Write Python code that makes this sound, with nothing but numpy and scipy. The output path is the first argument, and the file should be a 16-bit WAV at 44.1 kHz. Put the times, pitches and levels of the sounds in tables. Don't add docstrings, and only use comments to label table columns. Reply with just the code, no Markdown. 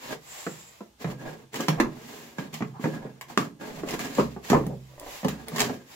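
import sys
import numpy as np
from scipy import signal
from scipy.io import wavfile

SR = 44100
rng = np.random.default_rng(int(sys.argv[2]) if len(sys.argv) > 2 else 0)


def unload_audio(sound):
    columns = np.transpose(np.atleast_2d(sound))
    steps = np.round(np.clip(columns, -1, 1) * 32767)
    wavfile.write(sys.argv[1], SR, steps.astype(np.int16))


N = 262395
TIME_S = np.arange(N) / SR
RING_S = np.arange(20480) / SR
IMPULSE = RING_S == 0

# (time of hardest push [s], build-up [s], let-go [s], tape hiss level [dB], cardboard judder level [dB])
STROKES = [(0.088, 0.11, 0.038, -35, -44), (0.126, 0.05, 0.018, -34, -32.5), (1.027, 0.038, 0.15, -47, -45),
           (1.11, 0.059, 0.063, -47.5, -41), (1.277, 0.1, 0.14, -43, -35.5), (1.559, 0.038, 1, -44, -38.5),
           (2.4, 0.036, 0.12, -42, -38), (2.534, 0.0096, 0.12, -40, -51), (2.859, 0.067, 0.099, -42.5, -37),
           (2.939, 0.064, 0.25, -48.5, -39), (3.305, 0.031, 0.092, -48.5, -43.5),
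           (3.415, 0.033, 0.071, -38.5, -34.5), (3.609, 0.017, 0.29, -38.5, -34.5),
           (3.902, 0.048, 0.3, -41.5, -38.5), (4.01, 0.044, 0.22, -38.5, -35.5),
           (4.211, 0.15, 0.11, -33, -36.5), (4.506, 0.081, 0.15, -39.5, -50),
           (5.291, 0.029, 0.29, -42, -41.5), (5.65, 0.25, 0.17, -41, -35.5),
           (5.609, 0.044, 0.1, -33, -25.5)]
# (time [s], level [dB], highest fully driven frequency [Hz], bass from lid flex [dB])
KNOCKS = [(0.466, -28, 2400, 4.5), (0.807, -37, 1320, -1), (1.045, -24, 2370, 8), (1.601, -29, 1100, -11.5),
          (1.684, -17.5, 1410, 2), (1.8, -15, 1510, 2), (2.384, -28.5, 2810, 4), (2.531, -36.5, 500, 14),
          (2.607, -29.5, 1200, 7.5), (2.623, -26, 2200, 8), (2.796, -34.5, 700, 3.5), (2.841, -23, 1880, 2),
          (2.856, -21.5, 900, 0), (2.939, -34.5, 890, 1.5), (3.051, -34.5, 710, -2.5),
          (3.375, -20, 4980, 2.5), (3.835, -29, 900, -6), (4.184, -16, 900, -7), (4.196, -18, 1190, -6),
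          (4.364, -33.5, 794, 0), (4.502, -19, 2400, -4), (4.519, -17.5, 1400, -3.5),
          (4.531, -15, 1170, -3.5), (4.546, -16.5, 900, -2.5), (4.568, -25, 700, -5.5),
          (4.665, -26, 520, 4.5), (5.232, -32.5, 2010, 8), (5.248, -19, 373, -4.5), (5.519, -31, 600, 5.5),
          (5.696, -26.5, 1500, 7.5)]
# (time [s], level before the tape spectrum [dB])
TICKS = [(1.533, -41), (1.543, -33), (1.5577, -31), (1.607, -29), (1.684, -21), (1.801, -25.5),
         (2.5409, -33), (3.2115, -34), (3.375, -28.5), (3.8873, -31.5), (3.908, -30.5), (3.993, -31),
         (4.151, -35.5), (4.5, -23.5), (5.246, -34), (5.2836, -27.5), (5.5612, -28), (5.583, -26),
         (5.595, -22), (5.604, -16.5)]
# (time [s], level [dB], pitch [Hz])
TWANGS = [(1.684, -13, 815), (3.376, -5.5, 1190)]
# (middle [s], half length [s], level [dB])
SKIMS = [(0.385, 0.15, -46), (0.63, 0.16, -47), (2.182, 0.2, -50.5), (4.8, 0.22, -55.5),
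         (5.152, 0.11, -44.5), (5.95, 0.064, -42.5)]
# (middle [s], half length [s], level [dB])
RUBS = [(1.1, 0.046, -42.5), (1.28, 0.069, -43.5), (1.81, 0.043, -33), (3.025, 0.043, -45.5),
        (3.86, 0.21, -49.5), (4.541, 0.026, -24.5), (4.6, 0.042, -41), (5.049, 0.088, -44),
        (5.64, 0.033, -35.5)]
# (middle [s], level [dB], pitch [Hz], half length [s])
CREAKS = [(2.765, -46, 950, 0.03), (3.302, -41.5, 1040, 0.0063), (3.882, -40.5, 226, 0.25),
          (3.949, -36.5, 1080, 0.011), (4.708, -35, 520, 0.037)]
# (middle [s], half length [s], level [dB])
BLADE_SONGS = [(0.35, 0.077, -48), (0.47, 0.092, -49), (0.64, 0.08, -53.5)]
# (time [s], level [dB])
BLADE_CLICKS = [(4.667, -46.5), (4.998, -45), (5.4836, -38)]
# (time [s], level [dB])
ROCKS = [(4.187, -39), (4.532, -35.5), (5.245, -42)]

# (frequency [Hz], relative level [dB], t60 [s])
BOX_MODES = [(132.1, -4, 1), (156.1, -1.5, 0.34), (199.4, -1, 0.21), (229, 7, 0.085), (348.7, -6, 0.38),
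             (417.6, 8, 0.079), (531, -3, 0.27), (720, -1.5, 0.12), (1080, -1, 0.043), (1726, 18, 0.05)]
# (frequency [Hz], gain [dB])
CARDBOARD_SPECTRUM = [(40, -45), (90, -18.5), (150, 1.5), (230, 1.5), (450, -3.5), (750, -7.5), (1200, -8),
                      (1500, -16), (2200, -13.5), (4000, -22), (7400, -15.5), (8500, -41), (12000, -35)]
# (frequency [Hz], gain [dB])
TAPE_SPECTRUM = [(80, -11), (250, -2.5), (1100, 5.5), (1420, -3.5), (1850, 3), (4500, -3), (6000, -4),
                 (7400, -2), (8600, -15), (11500, -9), (16000, -11)]
# (frequency [Hz], gain [dB])
JUDDER_SPECTRUM = [(40, -31.5), (95, -20.5), (150, 1), (450, -3), (750, -5), (1150, -11), (1800, -14),
                   (9000, -40.5)]
# (frequency [Hz], gain [dB])
SKIM_SPECTRUM = [(400, -0.5), (950, -1), (7400, 0.5), (11500, 2)]
# (frequency [Hz], gain [dB])
RUB_SPECTRUM = [(200, -3), (450, 4), (1050, -1.5), (1450, -17), (1900, -9.5), (5000, -40.5)]
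# (frequency [Hz], gain [dB])
AIR_SPECTRUM = [(25, -34), (65, -4), (150, -10), (1000, -16), (7000, -20), (16000, -29.5)]
# (frequency [Hz], t60 [s])
ROOM_DECAY = [(100, 0.51), (260, 0.35), (700, 0.25), (1840, 0.19), (5000, 0.18), (14000, 0.14)]
# (frequency [Hz], likeness [0..1])
LIKENESS = [(130, 0.99), (290, 0.92), (640, 0.32), (1400, 0.035), (3000, 0.12)]

STROKE_RANGE_DB = 20
CATCH_DB, CATCH_S = 2.5, 0.018
BITE_DB = 21
PLACE_DB = 1
RETUNE_SHARE, RETUNE_ABOVE_HZ = 0.07, 620
FLEX_HZ = 172
SOFT_DB_PER_OCTAVE = 9.5
SUDDEN_GAIN, SUDDEN_GAIN_PER_OCTAVE = 0.68, 0.15
BLOW_S = 0.02
SNAP_LOW_HZ = 500
TWANG_T60_S = 0.015
BLADE_HZ, BLADE_WIDTH_HZ = 7620, 1400
ROCK_HZ, ROCK_T60_S = 65.5, 0.94
EDGE_HZ = 15850


def stroke():
    sliding, drag = effort()
    fine = np.array([slips(N, per_s=14000, spread_db=2.5) for side in "LR"])
    bite = np.clip(amp(BITE_DB) * drag, 0, .8)
    crackle = bite * slips(N, per_s=330, spread_db=8.5)
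    hiss = sliding * unit(colour(fine + crackle, TAPE_SPECTRUM))
    coarse = slips(N, per_s=520, spread_db=5.5)
    judder = drag * unit(colour(through(coarse, box(ring_db=-53)), JUDDER_SPECTRUM))
    near_hiss = travelling(hiss, early_db=-12, room_db=-8)
    return near_hiss + travelling(judder, early_db=3.5, room_db=-4)


def effort():
    power = np.zeros((2, N))
    for s, build_s, let_go_s, hiss_db, judder_db in STROKES:
        away = np.where(TIME_S < s, ((s - TIME_S) / build_s) ** 2, (TIME_S - s) / let_go_s)
        near = away < 4
        level_db = np.array([[hiss_db], [judder_db]]) - STROKE_RANGE_DB * away[near]
        power[:, near] += amp(level_db) ** 2
    return np.sqrt(power) * catching()


def catching():
    knots_s = np.arange(0, TIME_S[-1], CATCH_S)
    return amp(CATCH_DB * np.interp(TIME_S, knots_s, rng.standard_normal(len(knots_s))))


def travelling(x, early_db, room_db, count=3):
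    phases = 1.7 * TIME_S + np.arange(count)[:, None] / count
    shares = np.cos(np.pi * phases) * np.sqrt(2 / count)
    return sum(through(x * share, space(early_db, room_db)) for share in shares)


def knocks():
    out = np.zeros((2, N))
    hz = np.geomspace(40, SR / 2, 40)
    for s, db, hard_hz, flex_db in KNOCKS:
        sudden = SUDDEN_GAIN + SUDDEN_GAIN_PER_OCTAVE * np.log2(hard_hz / 1000)
        force = sudden * IMPULSE + burst(decay_s=0.0043, per_s=4000, spread_db=2.5)
        boxed = through(force, box(ring_db=-58))
        blow = colour(through(boxed, space(early_db=-1, room_db=-4)), CARDBOARD_SPECTRUM)
        bass_db = read([(FLEX_HZ, flex_db), (2 * FLEX_HZ, 0)], hz)
        loss_db = SOFT_DB_PER_OCTAVE * np.log2(np.maximum(hz / hard_hz, 1))
        add(out, s, sized(colour(blow, np.c_[hz, bass_db - loss_db]), db))
    return out


def box(ring_db):
    place, detune = rng.uniform(-1, 1, (2, len(BOX_MODES)))
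    response = IMPULSE.astype(float)
    for (hz, db, t60_s), shift, bend in zip(BOX_MODES, place, detune):
        mode_hz = hz * (1 + RETUNE_SHARE * bend * (hz > RETUNE_ABOVE_HZ))
        response += ping(ring_db + db + PLACE_DB * shift, mode_hz, t60_s)[0]
    return response


def ticks():
    out = np.zeros((2, N))
    for s, db in TICKS:
        fibres = 0.72 * IMPULSE + burst(decay_s=0.0014, per_s=6200, spread_db=9)
        add(out, s, sized(through(fibres, space(early_db=-1.5, room_db=-1.5)), db))
    thin = signal.lfilter(*signal.butter(1, SNAP_LOW_HZ, "high", fs=SR), out)
    return colour(thin, TAPE_SPECTRUM)


def twangs():
    out = np.zeros((1, N))
    for s, db, hz in TWANGS:
        tears = IMPULSE + .5 * burst(decay_s=0.005, per_s=3000, spread_db=2)
        add(out, s, through(tears, ping(db, hz, TWANG_T60_S)))
    return through(out, space(early_db=-14, room_db=-7))


def skims():
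    hiss = unit(colour(colour(rng.standard_normal((2, N)), TAPE_SPECTRUM), SKIM_SPECTRUM))
    return travelling(arches(SKIMS) * hiss, early_db=-10, room_db=-9)


def rubs():
    level = arches(RUBS) * catching()
    grit = slips(N, per_s=330, spread_db=6)
    return travelling(level * unit(colour(grit, RUB_SPECTRUM)), early_db=-2, room_db=-5)


def creaks():
    out = np.zeros(N)
    for s, db, hz, half_s in CREAKS:
        run = slips(N, per_s=720, spread_db=4.5)
        out += arches([(s, half_s, db)]) * resonate(run, hz, width_hz=0.52 * hz)
    return through(out, space(early_db=1.5, room_db=-7))


def blades():
    song = resonate(rng.standard_normal(N), BLADE_HZ, BLADE_WIDTH_HZ)
    song = unit(colour(song, TAPE_SPECTRUM))
    out = through(song * arches(BLADE_SONGS) * catching(), space(early_db=-3, room_db=-8))
    for s, db in BLADE_CLICKS:
        crack = burst(decay_s=0.0013, per_s=24000, spread_db=1)
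        add(out, s, sized(through(crack, space(early_db=-7, room_db=-10)), db))
    return out


def rocking():
    out = np.zeros((2, N))
    swell = 1 - np.exp(-TIME_S * ROCK_HZ)
    for s, db in ROCKS:
        add(out, s, swell * ping(db, ROCK_HZ, ROCK_T60_S, TIME_S))
    return out


def quiet():
    air = through(rng.standard_normal(N), space(early_db=0, room_db=10))
    return amp(-63) * unit(colour(air, AIR_SPECTRUM))


def space(early_db, room_db, early_t60_s=0.05, lag_s=0.00012):
    hz, t, (a, b) = signal.stft(rng.standard_normal((2, len(RING_S))), SR, nperseg=512)
    alike = read(LIKENESS, hz)[:, None]
    z = np.array([a, alike * a + np.sqrt(1 - alike ** 2) * b])
    early = signal.istft(z, SR)[1] * amp(-60 * RING_S / early_t60_s) * (RING_S > .0006)
    room_decay = amp(-60 * t / read(ROOM_DECAY, hz)[:, None])
    late = signal.istft(z * room_decay, SR)[1] * (1 - np.exp(-RING_S / .006))
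    out = amp(early_db) * early / np.linalg.norm(early[0])
    out += amp(room_db) * late / np.linalg.norm(late[0])
    out[0, 0] += 1
    out[1, round(lag_s * SR)] += 1
    return out / np.linalg.norm(out[0])


def slips(count, per_s, spread_db):
    chance, size = rng.random(count), rng.standard_normal(count)
    sign = rng.choice([-1, 1], count)
    return unit((chance < per_s / SR) * sign * amp(spread_db * np.clip(size, -2, 2)))


def burst(decay_s, per_s, spread_db):
    cluster = slips(len(RING_S), per_s, spread_db) * np.exp(-RING_S / decay_s)
    return cluster / (np.linalg.norm(cluster) + 1e-9)


def ping(db, hz, t60_s, t=RING_S):
    return (amp(db - 60 * t / t60_s) * np.cos(2 * np.pi * hz * t))[None]


def resonate(x, hz, width_hz):
    pole = np.exp(np.pi * (2j * hz - width_hz) / SR)
    return unit(signal.lfilter([1], np.poly([pole, pole]), x).real)


def arches(rows):
    power = sum((amp(db) * np.exp(-((TIME_S - s) / half_s) ** 2)) ** 2 for s, half_s, db in rows)
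    return np.sqrt(power)


def sized(sound, db):
    return amp(db) * sound / np.sqrt((sound ** 2).sum() / (2 * BLOW_S * SR))


def colour(x, points, size=4096):
    log_gain = np.log(amp(read(points, abs(np.fft.fftfreq(size, 1 / SR)))))
    response = np.fft.ifft(np.exp(np.conj(signal.hilbert(log_gain)))).real
    return through(x, response[:size // 2])


def through(x, response):
    return signal.fftconvolve(np.atleast_2d(x), np.atleast_2d(response), axes=1)[:, :x.shape[-1]]


def read(points, hz):
    f, value = np.transpose(points)
    return np.interp(np.log(hz + 1), np.log(f + 1), value)


def add(mix, s, sound):
    part = mix[:, max(round(s * SR), 0):][:, :sound.shape[1]]
    part += sound[:, :part.shape[1]]


def amp(db):
    return 10 ** (np.asarray(db) / 20)


def unit(x):
    return x / np.sqrt(np.mean(x ** 2) + 1e-20)


def scene():
    tape = stroke() + ticks() + twangs() + skims()
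    cardboard = knocks() + rubs() + creaks() + rocking()
    left, right = tape + cardboard + blades() + quiet()
    # (frequency [Hz], gain added left and taken from the right [dB])
    lean = np.array([(280, -1.46), (500, -0.016), (1000, -0.46)])
    return np.vstack([colour(left, lean), colour(right, lean * [1, -1])])


def record(dry):
    lowpass = signal.firwin(511, EDGE_HZ, window=("kaiser", 9), fs=SR)
    return signal.oaconvolve(dry, lowpass[None], "same")


dry = scene()
out = record(dry)
unload_audio(out)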